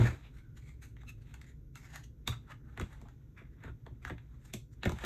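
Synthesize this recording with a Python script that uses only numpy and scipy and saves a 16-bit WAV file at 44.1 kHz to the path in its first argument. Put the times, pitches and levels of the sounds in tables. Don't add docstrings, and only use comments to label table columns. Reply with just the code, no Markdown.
import sys
import numpy as np
from scipy import signal
from scipy.fft import rfft, irfft, next_fast_len
from scipy.io import wavfile
from scipy.ndimage import map_coordinates

SR = 44100
rng = np.random.default_rng(int(sys.argv[2]) if len(sys.argv) > 2 else 0)


def generate_wav(sig):
    pcm = np.round(np.clip(np.atleast_2d(sig).T, -1, 1) * 32767).astype(np.int16)
    wavfile.write(sys.argv[1], SR, pcm)


N = 223071

# f/Hz, bandwidth/Hz, level/dB
CASE_MODES = [(596, 530, -4.5), (900, 238, 1.5), (1290, 504, -0.5), (1802, 755, 1), (2100, 368, 1.5),
              (2700, 670, -11), (3447, 456, -7), (3887, 400, -11)]
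# f/Hz, relative level/dB
BRIGHT_SPECTRUM = [(1200, -26), (2000, -13.5), (3000, -10.5), (4000, -6.5), (5300, -12.5), (6000, -7),
                   (7000, -4.5), (8500, -10.5), (10000, -27), (11000, -12.5), (12500, -14.5),
                   (13600, -18.5), (14400, -34.5)]


def clicks():
    # t/s, peak level/dB, favoured f/Hz, relative treble level/dB
    contacts = [(.9666, -51, 2080, -19), (1.034, -49, 1200, -17), (1.269, -61, 2820, -15),
                (1.341, -44, 1420, -5), (1.415, -48, 2450, -5.5), (1.443, -54, 2230, -9),
                (1.756, -43.5, 1440, -3.5), (1.959, -40.5, 1780, -2), (2.276, -22.5, 3630, -6),
                (2.278, -29, 1290, -15), (2.5194, -42, 1810, -21), (2.775, -35, 1200, -18),
                (2.798, -27.5, 1110, -11), (2.8131, -38, 2290, -11.5), (3.015, -49.5, 925, -7.5),
                (3.0856, -52, 1420, -9.5), (3.6377, -42.5, 1600, -15.5), (3.8644, -43, 870, -22),
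                (4.05, -27.5, 2030, -17.5), (4.098, -32, 1390, -23), (4.105, -35.5, 1520, -30),
                (4.1811, -45.5, 2040, -19), (4.5372, -31, 3500, 1.5), (4.5386, -45, 1200, -29),
                (4.833, -26.5, 3050, -19), (4.842, -37, 1500, -12), (4.854, -31, 2480, -9.5),
                (4.857, -23.5, 1650, -18), (4.8605, -32, 750, -21.5), (4.877, -35, 1680, -23),
                (4.894, -31.5, 840, -9.5), (4.9198, -37, 820, -8.5), (4.9868, -37.5, 1460, -10.5),
                (5.0396, -32, 1470, -17), (5.049, -27.5, 2800, -10), (5.0518, -21, 1490, -16)]
    graze_db, graze_rise_s, edge_rise_s = -15, 0.034, 0.0407
    crack_t60_s, rattle_db, rattle_t60_s = 0.0081, -12, 0.062
    lead = 1024
    out, t = np.zeros(N + SR), (np.arange(SR // 8) - lead) / SR
    graze = amp(graze_db + 60 * np.minimum(t, 0) / graze_rise_s)
    decay = amp(-60 * np.abs(t) / crack_t60_s) + amp(rattle_db - 60 * np.abs(t) / rattle_t60_s)
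    for s, db, pitch_hz, treble_db in contacts:
        force = np.where(t < 0, graze, decay) * rng.standard_normal((2, len(t)))
        force[1, t < 0] *= amp(60 * t[t < 0] / edge_rise_s)
        force[:, lead] = 2.95
        body = unit(filtered(force[0], case_response(pitch_hz, spread_octaves=0.54, db_per_octave=1)))
        edge = unit(filtered(force[1], coloured(BRIGHT_SPECTRUM)))
        out[round(s * SR):][:len(t)] += amp(db) * (body + amp(treble_db) * edge) / np.abs(body).max()
    return out[lead:][:N]


def case_response(pitch_hz, spread_octaves, db_per_octave=0):
    modes = resonant(CASE_MODES, scatter_db=1)
    spot = lambda f: amp(-6.5) + np.exp(-.5 * (np.log2((f + 1) / pitch_hz) / spread_octaves) ** 2)
    tilt = lambda f: amp(db_per_octave * np.log2(np.clip(f, 500, 4500) / pitch_hz))
    return lambda f: modes(f) * spot(f) * tilt(f)


def bench_blows():
    # t/s, level/dB, tilt towards the higher mode groups/dB
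    knocks = [(2.275, -36, -3), (2.283, -39.5, -3.5), (2.776, -42, -2), (2.797, -37, 1), (2.809, -36, -3.5),
              (3.018, -56.5, 6.5), (3.411, -57, 6.5), (3.641, -45.5, -1), (3.674, -44, -2.5),
              (3.865, -52.5, 5.7), (3.905, -50.5, -4), (4.049, -46, -7), (4.099, -38.5, 0.7),
              (4.534, -43.5, 8), (4.831, -50, 10.5), (4.853, -25, 3), (4.864, -40, 3.5), (4.892, -43, 5),
              (4.912, -36.5, -3), (5.032, -39.5, 5.5)]
    first_db, loss_db = np.array([-24, -18, -25]), np.array([3.5, 6, 3])
    gaps_s = 0.0168 * 1.2 ** np.arange(6)
    times = -0.012 + np.cumsum(gaps_s) - gaps_s
    rocking = [(s, first_db - k * loss_db) for k, s in enumerate(times)]
    return rocking + [(s, (db - tilt_db, db + 1, db + tilt_db)) for s, db, tilt_db in knocks]


def bench_thumps():
    # f/Hz, bandwidth/Hz, level/dB
    bench_modes = [(60.7, 30, -9.5), (82.8, 22, -7), (117.9, 10, 3.5), (165.6, 11, -6), (206, 23.6, -10),
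                   (283, 28.6, -11.5), (354.6, 36, -10), (485, 110, -15.5), (661, 98, -17)]
    middle_band_hz, delay_at_1hz_s = (100, 170), 0.0769
    lead = 2048
    out, t = np.zeros(N + SR), np.arange(SR // 3) / SR
    travel = lambda f: np.exp(-4j * np.pi * delay_at_1hz_s * np.sqrt(f))
    groups = np.searchsorted(middle_band_hz, [mode[0] for mode in bench_modes])
    for s, group_levels in bench_blows():
        force = (t == 0) + amp(-26 - 60 * t / 0.13) * rng.standard_normal(len(t))
        for group, db in enumerate(group_levels):
            wood = resonant([mode for mode, g in zip(bench_modes, groups) if g == group], scatter_db=1)
            thump = filtered(force, lambda f: wood(f) * travel(f) / (1 + 1j * f / 500) ** 2)
            out[lead + round(s * SR):][:len(t)] += amp(db) * thump / np.abs(thump).max()
    return out[lead:][:N]


def scuffs():
    # peak t/s, level/dB, rise/s, fall/s, favoured f/Hz, relative treble level/dB
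    rubs = [(.02, -43.5, 0.092, 0.11, 900, -30), (.068, -41, 0.22, 0.13, 1760, -12),
            (0.27, -62, 0.16, 0.067, 3620, -17), (0.384, -66.5, 0.17, 0.1, 2100, -6.5),
            (.572, -62.5, 0.031, 0.073, 1800, -1.5), (0.692, -66, 0.3, 0.15, 2100, -7),
            (0.829, -57.5, 0.025, 0.12, 2360, -2), (1.02, -63, 0.095, 0.035, 1960, -12.5),
            (1.094, -53.5, 0.041, 0.031, 2700, -1), (1.221, -72.5, 0.079, 0.063, 1720, -3.5),
            (1.309, -68, 0.15, 0.11, 2460, -8.5), (1.495, -64, 0.12, 0.069, 2100, -4),
            (1.776, -59.5, 0.049, 0.065, 1520, -2), (1.853, -61.5, 0.13, 0.046, 1640, -6.5),
            (1.96, -52.5, 0.2, 0.11, 1530, -7), (2.043, -66.5, .032, 0.05, 2800, 4.5),
            (2.33, -47, 0.032, 0.053, 1240, -15), (2.51, -48.5, 0.057, 0.066, 1250, -17),
            (2.679, -73.5, 0.32, 0.72, 1420, -18), (2.931, -62, 0.074, 0.12, 1410, -11.5),
            (3.06, -60, .068, 0.075, 770, -27), (3.377, -54, 0.033, 0.14, 1680, -22.5),
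            (3.538, -73.5, 0.12, 0.075, 1740, -12), (3.655, -57, 0.11, 0.075, 1770, -19.5),
            (3.689, -56.5, 0.2, .049, 1500, -23), (4.027, -62.5, .02, 0.098, 1700, -13),
            (4.082, -45.5, 0.033, 0.028, 1570, -14), (4.21, -73.5, .053, 0.13, 1720, -18),
            (4.344, -73, 0.13, 0.063, 1360, -13), (4.461, -67.5, 0.096, 0.11, 1550, 0),
            (4.506, -63.5, 0.049, .03, 1700, -10), (4.736, -72.5, 0.044, 0.034, 1390, 2.5)]
    lead = SR // 8
    out, t = np.zeros(N + SR), (np.arange(SR // 3) - lead) / SR
    grains = amp(2.2 * wobble(150) + 1.4 * wobble(60))
    for s, db, rise_s, fall_s, pitch_hz, treble_db in rubs:
        stroke = amp(db - 36.9 * np.where(t < 0, -t / rise_s, t / fall_s))
        grip = grip_ripple()
        case_noise, treble_noise = [filtered(white, grip) for white in rng.standard_normal((2, len(t)))]
        body = unit(filtered(case_noise, case_response(pitch_hz, spread_octaves=0.43)))
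        spectrum = [(hz, level + rng.normal(0, 2.5)) for hz, level in BRIGHT_SPECTRUM]
        treble = unit(filtered(treble_noise, coloured(spectrum)))
        out[round(s * SR):][:len(t)] += stroke * (body + amp(treble_db) * treble)
    return grains * out[lead:][:N]


def grip_ripple(depth_db=2.6, spacing_hz=450):
    knots = rng.standard_normal(SR // spacing_hz)
    return lambda f: amp(depth_db * map_coordinates(knots, [f / spacing_hz]))


def squeaks():
    # peak t/s, level/dB, time to fall 20 dB/s, f/Hz, relative overtone level/dB
    slips = [(.065, -42, 0.029, 1760, -31), (0.451, -75.5, 0.16, 1480, -30), (1.089, -56, 0.023, 1320, 2),
             (1.762, -57, 0.014, 1346, 3)]
    relative_width, lead = 0.05, SR // 8
    out, t = np.zeros(N + SR), (np.arange(SR // 3) - lead) / SR
    for s, db, fall_s, hz, overtone_db in slips:
        partials = (hz, 0), (2 * hz, overtone_db), (3 * hz, overtone_db - 10.5)
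        comb = lambda f: sum(amp(level) * np.exp(-.5 * ((f - centre) / (relative_width * centre)) ** 2)
                             for centre, level in partials)
        tone = unit(filtered(rng.standard_normal(len(t)), comb))
        out[round(s * SR):][:len(t)] += amp(db - 20 * (t / fall_s) ** 2) * tone
    return out[lead:][:N]


def handling():
    # t/s, level/dB
    scrape_levels = [(0, -45), (.11, -57.5), (.37, -81.5), (1.07, -86.5), (1.39, -72.5), (1.54, -83.5),
                     (1.8, -88.5), (1.93, -68), (2.08, -87), (2.44, -76.5), (2.58, -93), (2.82, -67.5),
                     (2.94, -68), (3.17, -80), (3.41, -84.5), (4.06, -81), (4.45, -78.5), (4.66, -92),
                     (4.87, -71.5), (4.97, -57.5), (5.0, -57), (5.06, -45)]
    rustle_db = -11
    level_db = np.interp(np.arange(N) / SR, *np.transpose(scrape_levels))
    grip = wobble(60)
    case_friction = amp(grip + 1.3 * wobble(400)) * rng.standard_normal(N)
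    glove_friction = amp(0.53 * grip + 1.3 * wobble(720)) * rng.standard_normal(N)
    scrape = unit(filtered(case_friction, resonant(CASE_MODES)))
    rustle = unit(filtered(glove_friction, coloured(BRIGHT_SPECTRUM)))
    return amp(level_db) * (scrape + amp(rustle_db) * rustle)


def room(x):
    # f/Hz, T60/s
    decay_times = [(200, 0.38), (1500, 0.14), (4000, 0.23), (12000, 0.18)]
    out, step, delay = np.zeros(N + SR), SR // 4, 150
    for start in range(0, N, step):
        hz, t, noise = signal.stft(rng.standard_normal(SR // 2), SR, nperseg=256)
        decay = amp(-60 * t / along(decay_times, hz)[:, None])
        tail = signal.istft(noise * decay, SR, nperseg=256)[1]
        wet = signal.fftconvolve(x[start:start + step], tail / np.linalg.norm(tail))
        out[start + delay:][:len(wet)] += wet
    return out[:N]


def ventilation(hum_db=-51, hiss_db=-84.5):
    # f/Hz, relative level/dB
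    hum_spectrum = [(12, -45.5), (20, -22), (43, -0.5), (66, 3.5), (87, -15), (103, -1.5), (123, -0.5),
                    (161, -6), (173, -21), (243, -13.5), (410, -26.5), (441, -26), (700, -45.5),
                    (910, -85.5), (1540, -120)]
    # f/Hz, relative level/dB
    hiss_spectrum = [(350, -8), (600, -46), (1060, 3.5), (1160, -42), (1420, 7.5), (1580, -4.5),
                     (2540, -34.5), (6180, -5), (9830, -25.5), (11800, -4.5), (14200, -12.5)]
    hum = unit(filtered(rng.standard_normal(N), coloured(hum_spectrum)))
    hiss = unit(filtered(rng.standard_normal(N), coloured(hiss_spectrum)))
    swell = amp(.8 * wobble(3))
    return amp(hum_db) * swell * hum + amp(hiss_db) * hiss


def resonant(modes, scatter_db=0):
    gains = amp(scatter_db * rng.standard_normal(len(modes)))
    return lambda f: sum((-1) ** k * gains[k] * amp(db) * 1j * f * bw / (hz * hz - f * f + 1j * f * bw)
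                         for k, (hz, bw, db) in enumerate(modes))


def coloured(spectrum):
    return lambda hz: amp(along(spectrum, hz))


def filtered(x, response):
    size = next_fast_len(len(x) + SR // 2)
    return irfft(rfft(x, size) * response(np.fft.rfftfreq(size, 1 / SR)), size)[:len(x)]


def along(points, hz):
    f, values = np.transpose(points)
    return np.interp(np.log(hz + 1), np.log(f + 1), values)


def wobble(rate):
    return map_coordinates(rng.standard_normal(int(N * rate / SR) + 4), [np.arange(N) * rate / SR])


def amp(db):
    return 10 ** (np.asarray(db) / 20)


def unit(x):
    return x / np.sqrt(np.mean(x ** 2) + 1e-20)


def scene():
    impacts, rubs = clicks(), scuffs() + squeaks()
    reverberation = room(amp(-6) * impacts + amp(-7) * rubs)
    return (impacts + rubs + reverberation + bench_thumps() + handling() + ventilation())[None]


def record(dry):
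    notch_hz, width_hz, limit_hz = 9800, 900, 14500
    notch = lambda f: (notch_hz ** 2 - f * f) / (notch_hz ** 2 - f * f + 1j * f * width_hz)
    return filtered(dry[0], lambda f: notch(f) * (f < limit_hz))[None]


dry = scene()
out = record(dry)
generate_wav(out)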